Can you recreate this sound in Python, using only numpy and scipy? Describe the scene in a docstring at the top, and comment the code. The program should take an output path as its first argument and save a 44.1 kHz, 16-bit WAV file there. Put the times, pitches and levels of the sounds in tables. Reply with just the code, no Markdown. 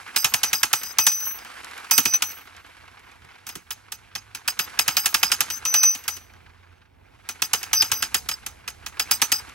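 """A back yard, two-port microphone a few metres from an electric jackhammer driving a steel pipe. It opens on
two short bursts: each blow rattles steel on the cap, and the bit bounces free, rings, and is muted on landing.
From 2.3 s the motor idles down: gear noise, piston chuffs, a thin whine. Light taps at 3.5 s build to a long
burst; after 6.2 s the motor runs down again, leaving far traffic to rumble and hum. From 7.3 s the blows
return, ease off and pick up to the end."""
import sys
import numpy as np
from scipy import signal
from scipy.fft import rfft, irfft, next_fast_len
from scipy.io import wavfile
from scipy.ndimage import uniform_filter1d, map_coordinates

SR = 44100
rng = np.random.default_rng(int(sys.argv[2]) if len(sys.argv) > 2 else 0)


def wav_out(sig):
    """Save sig, one row per channel (or a flat mono array), as 16-bit PCM at SR to the path in sys.argv[1]."""
    wavfile.write(sys.argv[1], SR, np.round(np.clip(np.atleast_2d(sig).T, -1, 1) * 32767).astype(np.int16))


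N = 420713
TIME = np.arange(N) / SR

# bit meets cap: t/s, rattle/dB, free flight/s, 5 kHz ring/dB, 6 kHz ring/dB, upper ring/dB
CONTACTS = [(0.161, -16.5, .091, -29, -38, -34), (0.2439, -12, .074, -53, -60, -43.5),
            (0.3378, -15.5, .056, -42.5, -39, -44), (0.4323, -14.5, .066, -38.5, -34, -45),
            (0.5304, -17, .08, -32.5, -34.5, -35.5), (.6306, -13.5, .057, -56, -62, -50.5),
            (.73, -15, .13, -38.5, -37, -39.5), (.832, -31.5, .037, -48, -42.5, -43),
            (.862, -41, .0645, -42.5, -40, -46.5), (0.9848, -14.5, .076, -31, -22, -32.5),
            (1.0662, -14.5, .043, -30, -23, -35.5), (1.117, -35, .12, -47, -28, -38),
            (1.203, -40, .048, -50, -34, -38.5), (1.254, -42, .17, -56, -36, -32.5),
            (1.385, -40.5, .32, -58, -60, -65), (1.9101, -14, .062, -28.5, -21.5, -30.5),
            (1.9784, -11.5, .024, -64, -24, -26.5), (2.002, -34, .037, -51.5, -38, -42),
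            (2.054, -16.5, .084, -35, -23.5, -41), (2.1374, -21.5, .024, -54.5, -21.5, -35),
            (2.2212, -18, .095, -56, -37.5, -37.5), (2.315, -43, .15, -66, -56, -50),
            (3.467, -34.5, .025, -54, -48, -52), (3.4892, -31, .062, -56.5, -60.5, -58),
            (3.5532, -33.5, .18, -74, -83, -73), (3.7062, -28, .023, -47.5, -67, -46.5),
            (3.9196, -30, .037, -56, -47, -56), (4.1517, -25, .037, -50, -54, -60),
            (4.348, -28.5, .038, -61, -56, -65), (4.4774, -19.5, .03, -35.5, -62, -39.5),
            (4.5907, -17, .059, -40, -43, -43), (4.7897, -13.5, .037, -32.5, -46, -40),
            (4.879, -14, .074, -42, -52, -43.5), (4.9676, -14.5, .089, -31.5, -46, -34.5),
            (5.057, -14.5, .062, -56, -55, -39.5), (5.1427, -15, .066, -41.5, -40.5, -40),
            (5.2298, -13.5, .068, -30.5, -46.5, -45), (5.3168, -13, .028, -33.5, -64.5, -43.5),
            (5.4058, -15, .055, -55, -60.5, -65), (5.501, -26, .082, -40.5, -34, -43),
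            (5.652, -22.5, .14, -43.5, -25, -42), (5.74, -14.5, .13, -40, -20.5, -34),
            (5.832, -19, .116, -34.5, -18, -35.5), (5.949, -28, .16, -59.5, -48, -50),
            (6.038, -43, .03, -65, -58, -62), (6.079, -22, .093, -44.5, -37.5, -48),
            (6.166, -36, .2, -72, -58, -64.5), (7.2885, -25.5, .036, -53, -44.5, -53),
            (7.4199, -18.5, .04, -38.5, -36, -40), (7.5326, -14, .077, -39.5, -41, -43.5),
            (7.6294, -27.5, .05, -57, -62, -61), (7.7307, -16, .085, -42.5, -25.5, -33.5),
            (7.82, -15, .072, -37, -42, -45), (7.916, -16.5, .099, -44.5, -36.5, -36.5),
            (8.0231, -18, .016, -44, -51, -55), (8.041, -42, .033, -44, -60, -56.5),
            (8.1436, -15.5, .042, -36.5, -58, -42), (8.2873, -20.5, .025, -51, -57.5, -55.5),
            (8.3136, -31.5, .026, -34, -60, -48), (8.4623, -29, .051, -65, -57, -64),
            (8.6772, -26.5, .032, -52.5, -73, -74), (8.8617, -29, .026, -66, -61, -61),
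            (8.9957, -19, .033, -33, -49, -47), (9.111, -16, .048, -30.5, -38, -33.5),
            (9.217, -13, .04, -49.5, -35.5, -39), (9.318, -15.5, .077, -30, -42, -39.5)]
PIPE_MODES = [(830, 130, -3), (1300, 81, -2), (1660, 30, -5.5), (2528, 68, -3), (2997, 210, -8.5),
              (6340, 210, 3.5)]  # fuzzy modes of pipe and cap: f/Hz, width/Hz, level/dB
KNOCKS = [(1.9783, -32), (2.054, -38), (3.5524, -39), (6.166, -52), (9.4667, -53)]  # low knocks: t/s, level/dB
# spectra of the parts of a blow: f/Hz, level/dB
RATTLE_EQ = [(300, -34.5), (600, -8), (900, -5), (2000, 1), (4000, 1), (5500, 3.5), (7000, -16.5),
             (9000, -35)]
SIZZLE_EQ = [(4500, -27.5), (6400, 2.5), (7500, 0), (8400, 1), (9500, -3), (11000, -0.5), (12200, 3),
             (13500, -4), (16000, -11.5), (17000, -35.5)]
THUD_EQ = [(30, -28.5), (70, -0.5), (150, -3.5), (280, -2), (500, -2), (900, -36)]
KNOCK_EQ = [(40, -24.5), (100, -8), (250, -1), (400, -3.5), (900, -33)]
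# modes of the bit: f/Hz, t60/s, beat/Hz, beat depth/0-1, flutter/dB, bend under load/0-1
BIT_MODES = [(5021, 0.34, 33, 0.4, 3, 0.5), (5990, 0.66, 6, 0.4, 1.23, 0.98),
             (8145, 0.38, 29, 0.5, 2.4, 0.2), (11860, .5, 52, 0.4, 2, 0.1), (15655, .35, 38, .4, 3.5, 0.1)]
# its modes above 6 kHz: share of the 5 kHz ring in a mix with the upper ring/0-1, level/dB re that mix
UPPER_MODES = [(.45, -3), (0, -0.5), (0.05, -3)]
# modes that ring along: f/Hz, leader near f/Hz, level/dB re leader, extra loss/(dB/s), dB per dB of rattle
PARTNER_MODES = [(2536, 5981, -17, 90, .5), (12905, 8125, -6, 0, 0)]
# the bit slides onto the cap and stiffens, its pitch climbing until landing: contact t/s, rise/0-1
PITCH_RISES = [(.864, .025), (5.5015, .045), (7.819, .03)]
SWELLS = [(.862, 0), (5.74, 22), (7.7307, 31), (7.916, 15)]  # the pipe feeds the 5 kHz mode in flight: contact t/s, gain by landing/dB
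GEAR_LEVEL = [(0, -43), (.5, -44.5), (1.3, -45), (1.85, -42.5), (2.3, -47), (2.9, -51.5), (4.2, -55),
              (4.7, -44), (5.3, -42), (5.9, -44.5), (6.3, -55), (6.86, -61), (6.885, -68), (7.3, -51),
              (7.8, -42.5), (8.7, -54), (9.1, -44.5), (9.54, -47)]  # gear noise: t/s, level/dB
# spectra of gears and fan: f/Hz, level/dB
GEAR_EQ = [(120, -37.5), (200, -11.5), (444, -9), (573, -7.5), (751, -5), (1640, -1), (1790, -5.5),
           (2220, -3), (6000, -21.5), (7800, -50), (13200, -120)]
FAN_EQ = [(2300, -29.5), (4000, -3.5), (8800, -7), (11700, -9), (12600, -6), (13300, -41.5)]
# runs of strokes that miss the bit: first t/s, count, first period/s, ratio of each period to the last
IDLE_RUNS = [(.076, 1, .09, 1), (.905, 1, .08, 1), (1.305, 1, .07, 1), (1.447, 7, .066, 1),
             (2.3, 11, .0835, 1.056), (4.695, 1, .1, 1), (6.335, 4, .157, 1.095), (9.415, 2, .075, 1)]
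# parts of a piston stroke: offset/periods, chuff/dB re gears, tick/dB re fan
STROKE_PARTS = [(-.2, 9.5, 4), (0.001, 9, 14), (.33, 6, 3)]
WHINES = [
    [(1.4, 4080, -60), (1.65, 4430, -57), (1.85, 4650, -59)],
    [(2.5, 3150, -73), (2.8, 2680, -71), (3.2, 2220, -76), (3.46, 1800, -75)],
    [(6.3, 2550, -81), (6.87, 1990, -83)],
    [(8.86, 1870, -57), (9.17, 2990, -52)],
]  # stretches of commutator whine: t/s, bar rate/Hz, level/dB
WHINE_HARMONICS = [
    [2],
    [4, 5, 6],
    [3],
    [1],
]  # multiples of the bar rate heard in each stretch
TRAFFIC_LEVEL = [(0, -61.5), (2, -65.5), (3.3, -63.5), (5, -58.5), (6.5, -60.5), (8.7, -54), (9.54, -57)]  # far rumble: t/s, level/dB
TRAFFIC_EQ = [(20, -51.5), (34, -12.5), (55, 0), (95, -1), (125, -8.5), (180, -14.5), (450, -17),
              (900, -16.5), (1500, -43.5)]  # its spectrum: f/Hz, level/dB
ENGINE_HUM = [(1.1, 72, -74.5), (1.5, 74, -68.5), (2.3, 86, -60.5), (3.4, 96, -67.5), (4.3, 106, -59.5),
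              (4.6, 108, -70.5), (5.6, 88, -73.5), (6.2, 87, -55), (6.8, 87, -53), (6.95, 87, -82)]  # far engine: t/s, f/Hz, level/dB
# microphone ports: f/Hz, left minus right/dB, left phase lead/rad, coherence/0-1
MIC_PORTS = [(90, -5, 0.03, 0.5), (250, -6.5, -0.6, 1), (420, -9, -3, 0.4), (530, -7.5, -3, .9),
             (705, 2, -4.5, 1), (1220, -2.5, -5.5, 0.99), (1600, -3.9, -5.5, .93), (3130, -1, -5.5, 0.6),
             (4630, 0.1, -5, 0.9), (5900, -1.5, -5.5, 0.4), (8005, -3.8, -8, 0.4), (8530, -9.5, -8, 0.4),
             (10420, 3, -12, 1), (10940, -2, -11, .85), (12800, 0, -16, 1), (16100, -0.5, -24, 0.96),
             (16110, 0.5, -15, .93)]

BLOW_SCATTER_DB, STROKE_SCATTER_DB = 1.5, 2.2  # chance variation from one to the next
THUD_DB, THUD_SLOPE = -40.5, .75  # at a -14.5 dB blow; dB per dB of rattle
TREBLE_DB, TREBLE_SLOPE = -1, .079  # sizzle re rattle at a -15.5 dB blow; dB per dB of rattle
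FAN_DB, FAN_SLOPE = -55.5, 1.42  # at a gear level of -45 dB; dB per dB of it
LATE_CYCLES = 2.5  # low tones travel slower along the pipe: each arrives this many of its cycles late
STRUCK_DB = -33.2  # louder contacts count as piston strokes
TOP_HZ = 17000


def pipe():
    """Steel cracks and chatters on the cap; the shock reaches the soil a little later as a thud."""
    def modes(f, spread):
        return sum(amp(db) / (1 + ((f - hz) / (spread * width)) ** 2) for hz, width, db in PIPE_MODES)

    def body(f):
        dispersion = np.exp(-2j * np.pi * LATE_CYCLES * np.log(f + 1))
        return amp(along(RATTLE_EQ, f)) * (1 + 1.6 * modes(f, 1.3)) * dispersion

    times, db = np.transpose(CONTACTS)[:2]
    chance_db = BLOW_SCATTER_DB * rng.standard_normal((len(times), 2))
    sizzle_db = db + TREBLE_DB + TREBLE_SLOPE * (db + 15.5) + chance_db[:, 0]
    thud_db = THUD_DB + THUD_SLOPE * (db + 14.5) + chance_db[:, 1]
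    rattle_shape = bounced(blow(.0011, .0038, .048, -22, .2), delay_s=.023, db=-19.5)
    rattle = bursts(times, db + .2, rattle_shape, body, spiky_db=3.5)
    sizzle_shape = bounced(blow(.00044, .0027, .051, -24.5, .17), delay_s=.021, db=-16)
    sizzle = bursts(times, sizzle_db, sizzle_shape, eq(SIZZLE_EQ), spiky_db=3.5)
    # the housing shivers after the blow, in the colour of its air vents
    shiver = bursts(times, sizzle_db - 21.5, blow(.002, 0, .45, -60, 1), eq(FAN_EQ), spiky_db=1.5)
    thud = bursts(times, thud_db, blow(.003, .011, .061, -23, .34, lag=.003), eq(THUD_EQ), spiky_db=.5)
    knock_shape = blow(.0032, .014, .068, -23, .3, lag=.0029)
    knock = bursts(*np.transpose(KNOCKS), knock_shape, eq(KNOCK_EQ), spiky_db=.5)
    crack = bursts(times, db + 1, blow(.0002, .00045, .008, -62, 1), body, spiky_db=2)
    # the narrow cores of the modes outlast the chatter
    clank_shape = blow(.0062, .0055, .16, -61.5, .96)
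    clank = bursts(times, db - 12.5, clank_shape, lambda f: modes(f, .85), spiky_db=0)
    return crack + rattle + sizzle + shiver + thud + knock + clank


def bit():
    """Each contact resets the bit's modes; they ring in free flight and are choked on landing."""
    times, rattle_db, flights, ring5_db, ring6_db, upper_db = np.transpose(CONTACTS)
    last = np.searchsorted(times, TIME) - 1  # latest contact at each sample
    age = np.maximum(TIME - times[last], 0)
    flight = flights[last]

    def in_flight(rows, power):
        at_landing = sum(value * (np.abs(times - t) < .005) for t, value in rows)
        return at_landing[last] * np.clip(age / flight, 0, 1) ** power

    rings_db = [ring5_db, ring6_db]
    chances_db = BLOW_SCATTER_DB * rng.standard_normal((len(times), len(UPPER_MODES)))
    for (share, db), chance_db in zip(UPPER_MODES, chances_db.T):
        rings_db.append(share * ring5_db + (1 - share) * upper_db + db + chance_db)
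    choke_db = -60 * np.maximum(age - flight, 0) / .062
    rise, swell_db = in_flight(PITCH_RISES, power=2.1), in_flight(SWELLS, power=.92)
    draws = rng.uniform(-1, 1, (len(times), len(BIT_MODES), 3))
    ring = np.zeros(N)
    for k, (hz, t60, beat_hz, depth, flutter_db, bend) in enumerate(BIT_MODES):
        grip, twin_phase, phase = draws[last, k].T
        fade_db = -60 * (age - .025) / t60 + swell_db * (k == 0)
        level = uniform_filter1d(amp(rings_db[k][last] + 6 + fade_db + choke_db) * (last >= 0), size=60)
        level *= amp(flutter_db * (wobble(70) + .89 * wobble(260)))
        # the grip differs from blow to blow and trembles: the pitch shifts a little
        turn = phase_of(1 + bend * rise + .0017 * grip + .0012 * wobble(90))
        twin = depth * np.sin((hz + beat_hz) * turn + np.pi * twin_phase)  # a close mode that beats
        ring += level * (np.sin(hz * turn + np.pi * phase) + twin) / np.hypot(1, depth)
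        for partner_hz, leader_hz, db, loss, slope in PARTNER_MODES:
            if abs(leader_hz / hz - 1) < .06:
                partner_db = db - loss * age + slope * (rattle_db[last] + 15) + 3 * wobble(12)
                ring += level * amp(partner_db) * np.sin(partner_hz * turn)
    return ring


def motor():
    """Gears grind and the fan hisses; the piston chuffs and ticks in the same two colours."""
    gear_db, = curves(GEAR_LEVEL)
    fan_db = FAN_DB + FAN_SLOPE * (gear_db + 45)
    grind = wobble(45)
    grit = patchy(depth_db=2) * amp(2.3 * wobble(700))
    gears = amp(gear_db - 1.9 + 2.4 * grind) * unit(filtered(grit, eq(GEAR_EQ)))
    fan = amp(fan_db + 1.1 * grind) * unit(filtered(rng.standard_normal((2, N)), eq(FAN_EQ)))
    return gears + fan + piston(gear_db, fan_db)


def piston(gear_db, fan_db):
    """Every stroke, struck or missed, gives three chuffs, each with a bright tick."""
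    missed = [first + period * sum(growth ** j for j in range(k))
              for first, count, period, growth in IDLE_RUNS for k in range(count)]
    strokes = np.sort(missed + [t for t, db, *_ in CONTACTS if db > STRUCK_DB])
    strokes = strokes[np.diff(strokes, prepend=-1) > .05]
    periods = np.clip(np.diff(strokes, prepend=0), .06, .2)
    offset, chuff_db, tick_db = np.transpose(STROKE_PARTS)
    times = strokes[:, None] + offset * periods[:, None]
    chance_db = STROKE_SCATTER_DB * rng.standard_normal(times.shape)
    at = (times * SR).astype(int)
    chuff_shape, tick_shape = blow(.0041, .0016, .063, -24, .15), blow(.0017, .0013, .028, -24.5, .11)
    chuff = bursts(times, gear_db[at] + chuff_db + chance_db, chuff_shape, eq(GEAR_EQ), spiky_db=-1.5)
    tick = bursts(times, fan_db[at] + tick_db + chance_db, tick_shape, eq(FAN_EQ), spiky_db=8.5)
    return chuff + tick


def commutator():
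    """A thin whine at multiples of the bar rate, shared by both ports."""
    whine = np.zeros(N)
    for rows, harmonics in zip(WHINES, WHINE_HARMONICS):
        hz, db = curves(rows)
        phase = phase_of(hz * (1 + .0027 * wobble(80)))
        on = (TIME > rows[0][0]) & (TIME < rows[-1][0])
        for k in harmonics:
            # the housing lets the higher multiples out only around 11.6 kHz
            housing = 1 / (1 + ((k * hz - 11600) / 1000) ** 4) if k > 3 else 1
            whine += on * housing * amp(db + 3 * wobble(9.2)) * np.sin(k * phase)
    return whine * [[1], [0]]


def traffic():
    """Far beyond the yard: low rumble in lumps and the hum of one engine."""
    rumble = unit(filtered(rng.standard_normal((2, N)), eq(TRAFFIC_EQ)))
    hz, hum_db = curves(ENGINE_HUM)
    hum = amp(hum_db + .5 + 1.9 * wobble(8.8)) * np.sin(phase_of(hz + .8 * wobble(9.7)))
    rumble_db, = curves(TRAFFIC_LEVEL)
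    return amp(rumble_db + 2.5 + 2.2 * wobble(8)) * rumble + hum * [[1], [0]]


def microphone(pair):
    """Left and right from a shared and an unshared sound, with the ports' level and phase offsets."""
    def blend(f):
        angle = np.arccos(np.clip(along(MIC_PORTS, f, column=3), 0, 1)) / 2
        return np.array([np.cos(angle), np.sin(angle)])

    def offsets(f):
        half = amp(along(MIC_PORTS, f) / 2) * np.exp(.5j * along(MIC_PORTS, f, column=2))
        return np.array([half, 1 / half])

    shared, unshared = filtered(pair, blend)
    return filtered(np.array([shared + unshared, shared - unshared]), offsets)


def blow(attack, hold, t60, tail_db, tail_t60, lag=0):
    """Envelope of a blow, times in s: rise, hold, quick fall, and a weaker tail."""
    t = np.maximum(TIME[:SR // 3] - lag, 0)
    after = np.maximum(t - hold, 0)
    return (1 - np.exp(-t / attack)) * (amp(-60 * after / t60) + amp(tail_db - 60 * t / tail_t60))


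def bounced(shape, delay_s, db):
    """The envelope with a weaker second landing."""
    return np.hypot(shape, amp(db) * np.pad(shape, (int(delay_s * SR), 0))[:len(shape)])


def bursts(times, levels_db, shape, colour, spiky_db):
    """Two unrelated noises under one envelope per event, coloured at constant power."""
    marks = np.bincount((np.ravel(times) * SR).astype(int), amp(np.ravel(levels_db)) ** 2, N)
    envelope = np.sqrt(np.abs(signal.fftconvolve(marks, shape ** 2)[:N]))
    noise = rng.standard_normal((2, N)) * amp(spiky_db * wobble(900))
    colour_rms = np.sqrt(np.mean(np.abs(colour(np.linspace(0, SR / 2, num=4096))) ** 2))
    return filtered(envelope * unit(noise), colour) / colour_rms


def patchy(depth_db):
    """Two noises whose colour changes from moment to moment."""
    spectra = signal.stft(rng.standard_normal((2, N)), nperseg=256)[2]
    patches = uniform_filter1d(rng.standard_normal(spectra.shape[1:]), size=3, axis=0)
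    patches = uniform_filter1d(patches, size=8, axis=1)
    return signal.istft(spectra * amp(depth_db * unit(patches)), nperseg=256)[1][:, :N]


def amp(db):
    """Gain of a level in dB."""
    return 10 ** (np.asarray(db) / 20)


def unit(x):
    """x at rms 1."""
    return x / np.sqrt(np.mean(x ** 2) + 1e-20)


def phase_of(hz):
    """Running phase in radians."""
    return 2 * np.pi * np.cumsum(hz) / SR


def along(rows, hz, column=1):
    """One column of a table, read on a log frequency axis."""
    columns = np.transpose(rows)
    return np.interp(np.log(hz + 1), np.log(columns[0] + 1), columns[column])


def eq(rows):
    """Frequency response from rows of f/Hz, level/dB."""
    return lambda f: amp(along(rows, f))


def curves(rows):
    """One value per sample for each column after the time."""
    times, *columns = np.transpose(rows)
    return [np.interp(TIME, times, column) for column in columns]


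def wobble(rate):
    """A smooth random curve, rate knots a second."""
    return map_coordinates(rng.standard_normal(int(N * rate / SR) + 4), [TIME * rate], order=2)


def filtered(x, response):
    """x through a complex frequency response."""
    size = next_fast_len(N + 8192)
    return irfft(rfft(x, size) * response(np.fft.rfftfreq(size, 1 / SR)), size)[..., :N]


def scene():
    """Hammer a few metres off, traffic far behind, as the two ports hear them in the open air."""
    ring = bit()
    # the ringing bit turns in the chuck, so its image wanders
    steel = pipe() + np.array([ring, .77 * wobble(7.7) * ring])
    return microphone(steel + motor() + commutator() + traffic())


def record(dry):
    """Loud peaks are rounded off; the recorder keeps nothing above its band limit."""
    soft = dry / (1 + np.abs(dry / 1.05) ** 4) ** .25
    return filtered(soft, lambda hz: np.clip((TOP_HZ - hz) / 30, 0, 1))


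dry = scene()
out = record(dry)
wav_out(out)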